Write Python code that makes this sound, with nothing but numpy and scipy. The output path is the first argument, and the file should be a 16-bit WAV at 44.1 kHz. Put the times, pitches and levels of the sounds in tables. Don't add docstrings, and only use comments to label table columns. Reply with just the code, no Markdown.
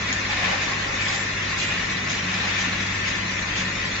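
import sys
import numpy as np
from scipy import signal
from scipy.fft import rfft, irfft
from scipy.io import wavfile
from scipy.ndimage import uniform_filter1d

SR = 44100
rng = np.random.default_rng(int(sys.argv[2]) if len(sys.argv) > 2 else 0)


def bounce(signal):
    frames = np.transpose(np.atleast_2d(signal))
    limited = np.clip(frames, -1, 1)
    pcm = np.round(limited * 32767).astype(np.int16)
    wavfile.write(sys.argv[1], SR, pcm)


N = 176400

# f/Hz, relative level/dB
RUMBLE_EQ = [(20, -12.5), (35, 1.5), (55, 2), (90, 1), (130, 2.5), (190, 5), (290, 2.5), (400, -3.5),
             (600, -4.5), (800, -9.5), (1200, -21.5)]
# multiple of the mains, level/dB
HUM_PARTIALS = [(1, -50.5), (2, -38.5), (3, -47), (4, -46.5), (5, -55.5), (7, -57), (8, -54), (9, -55.5),
                (11, -52), (13, -58), (16, -60), (20, -52.5), (22, -56.5), (28, -52)]
# t/s, length/s, level/dB
DRIVE_SWELLS = [(.39, .19, -38.5), (1.69, .4, -38), (2.19, 0.32, -37), (2.63, .27, -34.5), (3.06, .36, -38),
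                (3.45, .36, -35.5)]
# t/s, f/Hz, level/dB
PANEL_KNOCKS = [(2.014, 251, -26.5), (2.67, 260, -22)]
# f/Hz, relative level/dB
JINGLE_EQ = [(1500, -7), (2000, -0.5), (2700, -1.5), (3500, -2), (4500, -6), (6000, -8), (7500, -13)]
# f/Hz, relative level/dB
CHATTER_EQ = [(250, -43.5), (500, -22), (680, -11), (790, -3.5), (1100, 2), (1350, -1.5), (1580, 3.5),
              (2050, 4.5), (2900, -1.5), (3150, -7), (3450, -5), (4200, -10.8), (5250, -12.5), (5750, -6),
              (6500, -13.5), (7100, -16.5), (7600, -15.5)]
# f/Hz, width/Hz, level/dB
BOWL_MODES = [(1706, 27, -47.5), (1775, 10, -42.5), (1799, 11, -38), (1843, 18, -46), (1956, 15, -42),
              (2110, 12, -48), (2556, 18, -48), (3643, 10, -49)]
# t/s, length/s, jostle level/dB, scrape level/dB
QUEUE_SURGES = [(0.058, 0.05, -30.5, -36), (0.280, 0.26, -27.5, -32), (0.413, 0.077, -40, -48),
                (0.584, 0.1, -34, -33), (0.73, 0.22, -42, -40), (0.976, 0.18, -29.5, -38.5),
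                (1.584, 0.23, -30.5, -42.5), (1.947, 0.28, -38, -44), (2.269, 0.23, -27.5, -37.5),
                (2.537, 0.099, -29, -39), (2.697, 0.11, -35.5, -51), (3.024, 0.048, -29, -61),
                (3.538, 0.041, -29.5, -47)]
# f/Hz, relative level/dB
JOSTLE_EQ = [(700, -37), (1400, -8.5), (1800, 1.5), (2550, -0.5), (3200, -6.5), (4500, -8), (7500, -19)]
# f/Hz, relative level/dB
SCRAPE_EQ = [(300, -25), (550, 1.5), (850, 3.5), (1150, 4.5), (1650, 2.5), (2200, -15.5), (4000, -32.5)]
# f/Hz, width/Hz, level against the scrape/dB
RAIL_MODES = [(823, 36, -8), (1137, 140, -10), (1550, 73, -13.5), (1727, 45, -9)]
# f/Hz, left minus right/dB
RATTLE_PAN = [(400, 10), (1000, 0), (1800, 3), (2600, 3), (3100, -2), (3600, 6.5), (4400, -1.5), (5500, -3),
              (7300, 2)]
# t/s, length/s, level/dB
RAIL_SQUEAKS = [(1.007, 0.22, -44.5), (1.588, 0.097, -45)]
# f/Hz, width/Hz, relative level/dB
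SQUEAK_MODES = [(7310, 82, 1), (7280, 60, -10.5)]
# t/s, f/Hz, level/dB
RAIL_BUMPS = [(0.293, 845, -31), (0.333, 1786, -25), (0.444, 1770, -24), (0.476, 1148, -30),
              (0.520, 1550, -31), (0.718, 1092, -28.5), (0.874, 1340, -30), (1.088, 1145, -32),
              (2.377, 1025, -35), (2.446, 1144, -32)]
# t/s, level/dB
GUIDE_STRIKES = [(1.585, -28.5), (1.616, -26.5), (1.706, -25.5), (1.751, -33)]
# f/Hz, t60/s, relative level/dB
GUIDE_MODES = [(2320, 0.1, -12), (2440, 0.26, -1), (2700, .1, -1), (2810, 0.41, -4.5), (2960, 0.17, -9),
               (3400, .12, -11)]
# t/s, f/Hz, level/dB, left minus right/dB, tick against the ring/dB
VIAL_CLINKS = [(0.127, 6770, -25.5, 4, 4), (1.083, 4970, -26, -4, 0), (1.588, 4335, -31, 0, -8),
               (1.600, 4076, -27, 0, -6), (2.099, 6459, -35, 2, -3.5), (2.103, 6833, -34, 2, -3),
               (2.412, 3847, -29, -4, -5), (2.612, 6058, -29, 3, -7), (3.577, 6201, -36, 0, -6),
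               (3.588, 6775, -35, -1, -6)]
# t/s, length/s, level/dB
HEAD_STROKES = [(0.607, 0.054, -33), (1.107, 0.05, -30.5), (1.571, 0.059, -28.5), (2.078, 0.053, -29),
                (2.575, 0.047, -32), (3.062, 0.032, -29), (3.553, 0.056, -30)]
# f/Hz, relative level/dB
GLASS_EQ = [(1000, -23), (2000, -3), (2700, 1.5), (4000, 5.5), (5200, 0.5), (6200, 6), (7600, -1.5)]

MAINS_HZ, FEEDER_THROB_DEPTH = 50, 0.2
DRIVE_HZ, DRIVE_RISE_HZ_PER_S = 186.3, 37
CONTACT_T60_S, ROOM_T60_S, ROOM_DB = 0.012, 0.26, 1
RIGHT_LAG_S, MONO_BELOW_HZ, TURN_DB_PER_S = 0.000593, 430, 0.37

TIME = np.arange(N) / SR
BIN_HZ = np.arange(N // 2 + 1) * SR / N


def undb(db):
    return 10 ** (np.asarray(db) / 20)


def unit(x):
    return x / np.sqrt(np.mean(x ** 2))


def curve_db(points):
    hz, db = np.array(points).T
    return np.interp(np.log(BIN_HZ + 1), np.log(hz), db)


def colour(x, eq):
    return unit(irfft(rfft(x) * undb(curve_db(eq)), N))


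def pan(db):
    return undb(np.array([[1], [-1]]) * db / 2)


def wander(rate):
    hold = int(SR / rate)
    steps = np.repeat(rng.standard_normal(N // hold + 4), hold)
    return unit(uniform_filter1d(uniform_filter1d(steps, hold), hold)[hold:hold + N])


def swell(start, length, attack_s=0.018, release_s=0.029):
    t = TIME - start
    return np.clip(t / attack_s, 0, 1) * np.exp(-np.maximum(t - length, 0) / release_s)


def fade(t, t60):
    return (t >= 0) * np.exp(-np.log(1000) * np.maximum(t, 0) / t60)


def room(x, lag):
    tail = rng.standard_normal((2, N)) * fade(TIME, ROOM_T60_S)
    tail /= np.sqrt(np.sum(tail ** 2, axis=1, keepdims=True))
    direct = np.exp(-2j * np.pi * BIN_HZ * np.array([[0], [lag]]))
    return irfft(rfft(x) * (direct + undb(ROOM_DB) * rfft(tail)), N)


def tone(hz, db, waver_db):
    width = min((hz / MONO_BELOW_HZ) ** 2 / 2, 1)
    phase = 2 * np.pi * (hz * TIME + rng.random())
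    sides = np.array([undb(waver_db * width * wander(2.7)) * np.sin(phase + width * wander(1.594))
                      for _ in range(2)])
    return undb(db) * unit(sides * undb(waver_db * wander(5.21)))


def struck_mode(t, hz, t60):
    return np.sin(2 * np.pi * (hz * t + rng.random((2, 1)) / 2)) * fade(t, t60)


def ringing(modes):
    push = rfft(room(rng.standard_normal(N), RIGHT_LAG_S) + room(rng.standard_normal(N), 0))
    return sum(undb(db) * unit(irfft(push / (1 + 2j * (BIN_HZ - hz) / width), N))
               for hz, width, db in modes)


def pings(rate, low_hz, high_hz, t60, spread_db):
    count = int(rate * N / SR)
    t = np.arange(SR // 4) / SR
    decay, out = fade(t, t60), np.zeros((2, N))
    for when, pitch, size, side, left_phase, right_phase in rng.random((count, 6)):
        hz = low_hz + pitch * (high_hz - low_hz)
        ring = np.sin(2 * np.pi * (hz * t + np.array([[left_phase], [right_phase]]))) * decay
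        span = (int(when * N) + np.arange(len(t))) % N
        out[:, span] += undb(spread_db * 2 * size) * np.sqrt([[side], [1 - side]]) * ring
    return unit(out)


def contacts(rate, spread_db, places=8):
    out = 0
    for place in range(places):
        throw = 1 + FEEDER_THROB_DEPTH * np.cos(2 * np.pi * (MAINS_HZ * TIME + rng.random()))
        hits = rng.random(N) < rate * throw / places / SR
        strength = undb(spread_db * np.clip(rng.standard_normal(N), -2, 2))
        ring = rng.standard_normal(N) * fade(TIME, CONTACT_T60_S)
        impulses = hits * strength * rng.choice([-1, 1], N)
        ticks = irfft(rfft(impulses) * rfft(ring), N)
        out = out + room(ticks, RIGHT_LAG_S * (place % 2))
    return unit(out)


def rumble():
    mid, side = rng.standard_normal((2, N))
    side = irfft(rfft(side) * np.minimum((BIN_HZ / MONO_BELOW_HZ) ** 3, 1), N)
    return undb(-35) * colour(np.array([mid + side, mid - side]), RUMBLE_EQ)


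def feeder_hum():
    magnets = sum(tone(k * MAINS_HZ, db, waver_db=0.84) for k, db in HUM_PARTIALS)
    return magnets + tone(hz=62, db=-50.5, waver_db=3)


def drive_drone():
    out = tone(DRIVE_HZ, db=-48, waver_db=4)
    jitter_rad = 0.35 * wander(28)
    for start, length, db in DRIVE_SWELLS:
        t = TIME - start - length / 2
        arch = np.sqrt(2) * np.maximum(1 - (2 * t / length) ** 2, 0)
        cycles = DRIVE_HZ * t + DRIVE_RISE_HZ_PER_S * t ** 2 / 2 + rng.random()
        out = out + undb(db) * arch * np.sin(2 * np.pi * cycles + jitter_rad)
    roughness_db = 1.8 * wander(28)
    return out * undb(roughness_db)


def panel_knocks():
    out = 0
    for start, hz, db in PANEL_KNOCKS:
        t = TIME - start
        envelope = np.clip(t / 0.0079, 0, 1) * fade(t, t60=0.1)
        out = out + undb(db) * envelope * np.sin(2 * np.pi * hz * t)
    return out


def turntable_jingle():
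    glass = pings(rate=520, low_hz=1507.4, high_hz=7490, t60=0.15, spread_db=3)
    return undb(-33.5) * colour(glass, JINGLE_EQ)


def bowl_chatter():
    rattle = undb(-28.5) * colour(contacts(rate=2600, spread_db=3), CHATTER_EQ)
    taps = undb(-37.3) * pings(rate=65, low_hz=1622, high_hz=2518, t60=0.065, spread_db=2)
    bowl = ringing(BOWL_MODES)
    ride_db = 0.3 * wander(33) - 0.26 * TIME
    return (rattle + taps + bowl) * undb(ride_db)


def queue_surges():
    jostle_level = sum(undb(db) * swell(start, length, attack_s=0.033, release_s=0.071)
                       for start, length, db, _ in QUEUE_SURGES)
    scrape_level = sum(undb(db) * swell(start, length, attack_s=0.16, release_s=0.071)
                       for start, length, _, db in QUEUE_SURGES)
    scrape = colour(contacts(rate=900, spread_db=-0.5, places=4), SCRAPE_EQ) + ringing(RAIL_MODES)
    glass = pings(rate=380, low_hz=1558, high_hz=3696, t60=0.07, spread_db=5.5)
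    clatter = colour(contacts(rate=1800, spread_db=6), JOSTLE_EQ)
    jostle = unit(clatter + undb(-2) * colour(glass, JOSTLE_EQ))
    return jostle_level * jostle + scrape_level * scrape


def rail_squeaks():
    level = sum(undb(db) * swell(start, length) for start, length, db in RAIL_SQUEAKS)
    return level * ringing(SQUEAK_MODES)


def rail_bumps():
    out, crack = 0, undb(-3) * colour(rng.standard_normal((2, N)), SCRAPE_EQ)
    for start, hz, db in RAIL_BUMPS:
        t = TIME - start
        out = out + undb(db) * (crack * fade(t, t60=0.03) + struck_mode(t, hz, t60=0.18))
    return out


def guide_strikes():
    return sum(undb(db + mode_db) * struck_mode(TIME - start, hz, t60)
               for start, db in GUIDE_STRIKES for hz, t60, mode_db in GUIDE_MODES)


def vial_clinks():
    out, noise = 0, colour(rng.standard_normal((2, N)), GLASS_EQ)
    for start, hz, db, pan_db, tick_db in VIAL_CLINKS:
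        t = TIME - start
        tick = undb(tick_db) * noise * fade(t, t60=0.05)
        out = out + undb(db) * pan(pan_db) * (tick + struck_mode(t, hz, t60=0.08))
    return out


def head_strokes():
    level = sum(undb(db) * swell(start, length) for start, length, db in HEAD_STROKES)
    return level * colour(contacts(rate=2100, spread_db=5.5, places=4), GLASS_EQ)


def scene():
    rattle = irfft(rfft(bowl_chatter() + queue_surges()) * pan(curve_db(RATTLE_PAN)), N)
    rattle *= pan(TURN_DB_PER_S * (TIME - 2))
    jingle = turntable_jingle()
    accents = head_strokes() + guide_strikes() + rail_bumps() + rail_squeaks() + vial_clinks()
    machinery = feeder_hum() + drive_drone() + panel_knocks() + rumble()
    return machinery + jingle + rattle + accents


def record(dry):
    return signal.sosfilt(signal.ellip(14, 0.1, 85, 7490, fs=SR, output="sos"), dry)


dry = scene()
out = record(dry)
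bounce(out)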